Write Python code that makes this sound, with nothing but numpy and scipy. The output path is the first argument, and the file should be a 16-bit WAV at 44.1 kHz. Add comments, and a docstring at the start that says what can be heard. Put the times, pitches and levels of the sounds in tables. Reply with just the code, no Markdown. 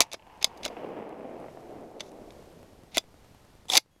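"""An open field: a shotgun is worked right beside a body-worn microphone. Steel parts slide, latch and
clack, ringing the receiver and barrel, and the stock knocks with them. The echo of a shot fired just
before rolls back from nearby banks and a far wooded slope, duller as it dies. Under it lie quiet field
air, a faint regular ticking and a trace of electrical whine. The gain ducks after the loudest clacks."""
import sys
import numpy as np
from scipy import signal
from scipy.fft import rfft, irfft, next_fast_len
from scipy.io import wavfile
from scipy.ndimage import uniform_filter1d

SR = 44100
rng = np.random.default_rng(int(sys.argv[2]) if len(sys.argv) > 2 else 0)


def file_out(sig):
    """Save sig as 16-bit WAV at sys.argv[1]."""
    # one column per channel
    cols = np.atleast_2d(sig).T
    # limit, then scale
    lim = np.clip(cols, -1, 1)
    pcm = np.round(lim * 32767).astype(np.int16)
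    wavfile.write(sys.argv[1], SR, pcm)


N = 176400
HIT_TIME_S = np.arange(N // 16) / SR

# Steel contact: freq_hz, density_db
STEEL_SPECTRUM = [(1000, -25), (1600, -17), (2200, -4), (3000, -7), (3700, 1), (4800, -4), (6500, -2),
                  (8700, -14.5), (10300, -10), (11500, -13.5), (13500, -19.5), (16000, -32.5)]
# Stock knock: freq_hz, density_db
STOCK_SPECTRUM = [(40, -36.5), (150, -21.5), (330, -7), (520, -4.5), (650, 0), (780, -4), (1000, -5),
                  (1400, -12), (2500, -34), (6000, -58.5)]
# Receiver and barrel: pitch_hz, level_db, t60_s
STEEL_MODES = [(861.5, -23, 0.14), (2150, -6.5, 0.036), (2280, -1.5, .028), (2470, -6, 0.018),
               (2630, -3, .024), (3480, -2, 0.036), (3680, -0.5, 0.028), (4021, -4.5, 0.029),
               (4290, -5, 0.012), (4550, 0, 0.023), (4823, -0.5, 0.032), (5100, -4.5, 0.045),
               (6260, -4, 0.029), (6350, -5, .022), (10300, -7, 0.0069)]
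# Strikes: start_s, steel_db, stock_db, contact_t60_s, tilt_db_per_octave
CLACKS = [(0.0045, -2, -15, 0.012, 2), (0.0118, -15.5, -29, 0.016, -1), (0.0165, -18.5, -32.5, 0.035, -1.5),
          (0.1157, -34, -40, 0.036, -5), (0.1256, -31.5, -46, 0.03, -7), (0.1318, -19.5, -31, 0.012, 1),
          (0.1401, -33, -25.5, 0.037, -2.5), (0.1446, -29, -40, 0.021, -9.5),
          (0.4262, -19.5, -34.5, 0.012, -3), (0.4433, -6, -24, 0.015, -0.5), (0.574, -46, -60, 0.024, 3),
          (0.6314, -33.5, -44.5, 0.036, -5.5), (0.6444, -29.5, -39, 0.023, -5.5),
          (0.6506, -18.5, -32.5, 0.024, -2), (0.6591, -28.5, -22, 0.019, -5), (0.6616, -30, -58, 0.03, -2),
          (0.679, -30.5, -40, 0.017, -6), (2.0048, -32, -34.5, 0.039, -6.5), (2.305, -45, -69, 0.016, -6.5),
          (2.971, -10, -25.5, 0.0045, -1), (2.98, -12.5, -32, 0.015, 0.5), (3.7075, -27, -47.5, .012, 3),
          (3.7152, -28.5, -34, 0.022, -1.5), (3.721, -30, -34, 0.034, 4), (3.7325, -19.5, -27, 0.019, 2.5),
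          (3.7405, -26.5, -29, 0.0092, 0.5), (3.7523, -10, -23, 0.018, -3),
          (3.7618, -15.5, -22.5, 0.0141, 3.5), (3.7686, -6, -25, 0.021, -1.5), (3.7743, 0, -25.5, 0.011, 4),
          (3.7765, -2, -23, .011, -3), (3.7805, -20.5, -29, 0.0084, -7)]
KNOCK_T60_S = 0.026


def clacks(chatter_s=0.0016, ring_db=-5.5, full_contact_s=0.025):
    """Steel parts strike and chatter, knocking the stock; longer contacts ring the barrel harder."""
    out = np.zeros(N)
    for start_s, steel_db, stock_db, t60_s, tilt in CLACKS:
        drive = t60_s / full_contact_s
        contact = burst(STEEL_SPECTRUM, t60_s, tilt, hold_s=chatter_s * min(2 * drive, 1))
        steel = contact + undb(ring_db) * drive * ring(STEEL_MODES)
        knock = burst(STOCK_SPECTRUM, KNOCK_T60_S)
        add(out, start_s, undb(steel_db) * steel + undb(stock_db) * knock)
    return out


# Stock in the hands: pitch_hz, level_db, t60_s
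STOCK_MODES = [(233, -7.5, 0.039), (360, -6.5, 0.026), (490, -5.5, 0.015), (660, 1.5, 0.028),
               (924, -3.5, 0.0088), (1440, -6.5, .008), (2037, -2, 0.021), (2940, -4.5, .006)]
# Heavy contacts: start_s, level_db
THUDS = [(0.0055, -19.5), (0.142, -60), (0.4437, -28), (0.6595, -29), (2.9715, -15)]


def thuds(click_db=11, click_decay_s=0.00006):
    """A heavy contact starts with one sharp pulse and thuds through the stock and hands."""
    out = np.zeros(N)
    click = undb(click_db) * np.exp(-HIT_TIME_S / click_decay_s)
    for start_s, level_db in THUDS:
        add(out, start_s, undb(level_db) * (ring(STOCK_MODES) + click))
    return out


# Latch ring: pitch_hz, level_db, t60_s
LATCH_MODES = [(3006, -3.5, 0.0091), (3470, 4, 0.018), (3740, -5, 0.014), (5080, -6.5, 0.012),
               (6140, -7, 0.014), (7730, -4, 0.0067), (10700, -12, 0.0093)]
# Snaps: start_s, level_db
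LATCH_SNAPS = [(2.0063, -27), (2.98, -11), (3.6842, -34), (3.6997, -12), (3.736, -12)]


def latch(crack_db=-16, knock_db=-17.5):
    """A sprung latch snaps: a ping, a steel crack and a light knock in the stock."""
    out = np.zeros(N)
    for start_s, level_db in LATCH_SNAPS:
        ping = ring(LATCH_MODES)
        crack = undb(crack_db) * burst(STEEL_SPECTRUM, t60_s=0.014)
        knock = undb(knock_db) * burst(STOCK_SPECTRUM, KNOCK_T60_S)
        add(out, start_s, undb(level_db) * (ping + crack + knock))
    return out


# Hollow fore-end: freq_hz, density_db
FORE_END_SPECTRUM = [(60, -38.5), (250, -18), (500, -8.5), (620, -9.5), (745, 5), (850, 2.5), (1050, -7.5),
                     (1400, -16), (2000, -7.5), (2600, -28.5), (6000, -62.5)]
# Strokes: start_s, length_s, steel_db, fore_end_db, tilt_db_per_octave
SLIDES = [(0.411, 0.016, -41, -52.5, -10), (1.995, 0.0097, -45.5, -67, -6.5), (2.029, 0.07, -63, -66, -0.5),
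          (2.913, 0.035, -60, -72, -8), (2.943, 0.037, -37.5, -54, -4.5), (3.688, 0.032, -40, -46, 0.5),
          (3.716, 0.035, -29, -33, -1), (3.744, 0.021, -23, -26, 2)]


def slides(ramp_s=0.0043):
    """Steel scrapes on steel in tiny impulses that also sound the hollow fore-end."""
    out = np.zeros(N)
    for start_s, length_s, steel_db, fore_end_db, tilt in SLIDES:
        contact = np.clip(np.minimum(HIT_TIME_S, length_s - HIT_TIME_S) / ramp_s, 0, 1)
        scrape = contact * grains(len(HIT_TIME_S), per_s=4400, spread=0.39)
        steel = undb(steel_db) * colour(scrape, STEEL_SPECTRUM, tilt)
        fore_end = undb(fore_end_db) * colour(scrape, FORE_END_SPECTRUM)
        add(out, start_s, steel + fore_end)
    return out


def scatter(sound, level_db=-23, t60_s=0.11):
    """Grass and clothing throw back a short diffuse tail."""
    response = rng.standard_normal(len(HIT_TIME_S)) * fade(t60_s)
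    return undb(level_db) * signal.fftconvolve(sound, response / np.linalg.norm(response))[:N]


# Far slope and near banks: freq_hz, density_db
FAR_SPECTRUM = [(60, -26.5), (130, -11.5), (230, -1.5), (450, 1.5), (700, -1), (1000, -11.5), (1500, -21),
                (2400, -22.5), (3100, -29.5), (3600, -37.5), (6000, -55)]
NEAR_SPECTRUM = [(200, -13), (600, -6.5), (900, 4.5), (1300, -11.5), (2000, -14), (2900, -12.5),
                 (3800, -28), (5200, -28.5), (8000, -47.5)]
# Echo envelopes: time_s, level_db
FAR_ENVELOPE = [(0, -64.5), (.42, -60.5), (.57, -46), (.69, -44), (.735, -37.5), (.755, -48), (.775, -38.5),
                (.93, -38), (1.0, -36.5), (1.08, -39.5), (1.45, -42), (1.56, -47.5), (1.74, -41.5),
                (1.98, -46.5), (2.22, -46), (2.6, -53), (3.1, -59.5), (4, -68.5)]
NEAR_ENVELOPE = [(0, -39.5), (.15, -64), (.255, -58), (.27, -52), (.38, -53.5), (.5, -48.5), (.8, -48),
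                 (1.3, -68), (4, -95)]
# Distinct reflections: start_s, level_db
SLAPS = [(0.195, -42), (0.223, -43.5), (0.267, -43), (0.299, -44), (0.7, -29.5), (.767, -28), (0.903, -32),
         (.998, -29.5), (1.125, -31), (1.441, -32.5), (1.483, -33.5), (1.572, -33.5)]


def shot_echo(grains_per_s=2600, spread=0.64, flutter_db=0.8, far_arrival_s=0.5):
    """Banks and trees return the shot as countless small reflections and a few distinct slaps."""
    far = air_absorption(colour(grains(N, grains_per_s, spread), FAR_SPECTRUM))
    out = far * curve(FAR_ENVELOPE) * undb(flutter_db * wander(rate_hz=45))
    for start_s, level_db in SLAPS:
        spectrum = FAR_SPECTRUM if start_s > far_arrival_s else NEAR_SPECTRUM
        add(out, start_s, undb(level_db) * burst(spectrum, t60_s=0.02))
    near = colour(grains(N, grains_per_s, spread), NEAR_SPECTRUM)
    return out + near * curve(NEAR_ENVELOPE)


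def air_absorption(echo, db_per_khz_s=3.5, onset_s=1):
    """Later reflections have crossed more air and lost more treble."""
    freq_hz, time_s, frames = signal.stft(echo, SR, nperseg=512)
    loss_db = db_per_khz_s * np.outer(freq_hz / 1000, np.maximum(time_s - onset_s, 0))
    return signal.istft(frames * undb(-loss_db), SR)[1][:N]


# Field air: freq_hz, density_db
AIR_SPECTRUM = [(25, -0.5), (90, 0), (200, -4), (400, -14.5), (800, -13), (1600, -19.5), (5000, -25),
                (9000, -30), (13500, -32), (15000, -45.5)]


def field_air(level_db=-58.5, waver_db=1.93):
    """Quiet air: low rumble and hiss, slowly wavering."""
    noise = colour(rng.standard_normal(N), AIR_SPECTRUM)
    return noise * undb(level_db + waver_db * wander(rate_hz=2.3))


# Tick: freq_hz, density_db
TICK_SPECTRUM = [(60, -4.5), (200, 2), (600, -7), (1400, -18.5), (3000, -28), (12000, -32), (16000, -61.5)]


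def ticking(first_s=0.067, period_s=0.1025, level_db=-41.5):
    """Faint dull ticks, about ten a second."""
    out = np.zeros(N)
    for start_s in np.arange(first_s, N / SR, period_s):
        add(out, start_s, undb(level_db) * burst(TICK_SPECTRUM, t60_s=0.012))
    return out


def whine(start_s=3.913, length_s=0.078, pitch_hz=3315, jitter=0.003, level_db=-71.5):
    """Brief electrical interference: four harmonics on an unsteady pitch."""
    elapsed_s = np.arange(N) / SR - start_s
    gate = (elapsed_s > 0) & (elapsed_s < length_s)
    phase = 2 * np.pi * np.cumsum(pitch_hz * (1 + jitter * wander(rate_hz=200))) / SR
    buzz = sum(np.sin(k * phase) / np.sqrt(k) for k in range(1, 5))
    return undb(level_db) * gate * buzz


def burst(spectrum, t60_s, tilt_db_per_octave=0, hold_s=0):
    """Fast-dying coloured noise; t60_s alone sets its energy."""
    noise = rng.standard_normal(len(HIT_TIME_S)) * fade(t60_s, hold_s)
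    rms = np.sqrt(np.mean(fade(t60_s) ** 2))
    return rms * unit_rms(colour(noise, spectrum, tilt_db_per_octave))


def ring(modes, spread_db=4):
    """Decaying modes, struck a little differently each time."""
    pitch_hz, level_db, t60_s = np.array(modes).T
    gains = unit_rms(undb(level_db + spread_db * rng.standard_normal(len(modes))))
    gains *= np.sqrt(2 / len(modes))
    return sum(gain * fade(decay_s) * np.sin(2 * np.pi * (hz * HIT_TIME_S + rng.random()))
               for hz, gain, decay_s in zip(pitch_hz, gains, t60_s))


def grains(samples, per_s, spread):
    """Random impulses of log-normal size and either sign."""
    sizes = np.exp(spread * np.clip(rng.standard_normal(samples), -2, 2))
    signs = np.sign(rng.standard_normal(samples))
    present = rng.random(samples) < per_s / SR
    return unit_rms(sizes * signs * present + 1e-9)


def colour(x, spectrum, tilt_db_per_octave=0):
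    """Causal filter with the given spectrum; keeps the power of white noise."""
    size = next_fast_len(len(x) // 2 + 1024) * 2
    octave = np.log2(np.maximum(np.arange(size // 2 + 1) * SR / size, 1))
    freq_hz, density_db = np.array(spectrum).T
    tilt_db = tilt_db_per_octave * np.maximum(octave, np.log2(freq_hz[0]))
    gain = unit_rms(undb(np.interp(octave, np.log2(freq_hz), density_db) + tilt_db))
    # Folded cepstrum gives minimum phase.
    cepstrum = irfft(np.log(gain))
    cepstrum[1:size // 2] *= 2
    cepstrum[size // 2 + 1:] = 0
    return irfft(rfft(x, size) * np.exp(rfft(cepstrum)))[:len(x)]


def fade(t60_s, hold_s=0, attack_s=0.00046):
    """Quick rise, hold, exponential fall."""
    rise = 1 - np.exp(-HIT_TIME_S / attack_s)
    return rise * np.exp(-np.log(1000) * np.maximum(HIT_TIME_S - hold_s, 0) / t60_s)


def wander(rate_hz):
    """Smooth random drift, rms 1."""
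    step = int(SR / rate_hz)
    stairs = np.repeat(rng.standard_normal(N // step + 1), step)[:N]
    return unit_rms(uniform_filter1d(stairs, step))


def curve(envelope):
    """Gain per sample from time_s, level_db points."""
    return undb(np.interp(np.arange(N) / SR, *np.array(envelope).T))


def add(out, start_s, sound):
    """Mix in place at start_s."""
    i = max(int(start_s * SR), 0)
    out[i:i + len(sound)] += sound[:max(len(out) - i, 0)]


def undb(db):
    """Decibels to gain."""
    return 10 ** (np.asarray(db) / 20)


def unit_rms(x):
    """Scale to rms 1."""
    return x / np.sqrt(np.mean(x ** 2))


def scene():
    """Close gun, distant echo and background, in mono."""
    gun = clacks() + thuds() + latch() + slides()
    return (gun + scatter(gun) + shot_echo() + field_air() + ticking() + whine())[None]


def record(dry):
    """Gain control ducks after loud sounds and recovers; peaks are capped and the top is cut."""
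    knee_db, release_s, lag_s, cutoff_hz = -30.5, 0.16, 0.036, 15900
    pole = np.exp(-1 / (release_s * SR))
    power = signal.lfilter([1 - pole], [1, -pole], dry[0] ** 2)
    lagged_power = np.interp(np.arange(N) - lag_s * SR, np.arange(N), power, left=0)
    ducked = dry / np.sqrt(1 + lagged_power / undb(knee_db) ** 2)
    lowpass = signal.ellip(8, 0.2, 70, cutoff_hz, fs=SR, output="sos")
    return signal.sosfilt(lowpass, np.clip(ducked, -1, 1))


dry = scene()
out = record(dry)
file_out(out)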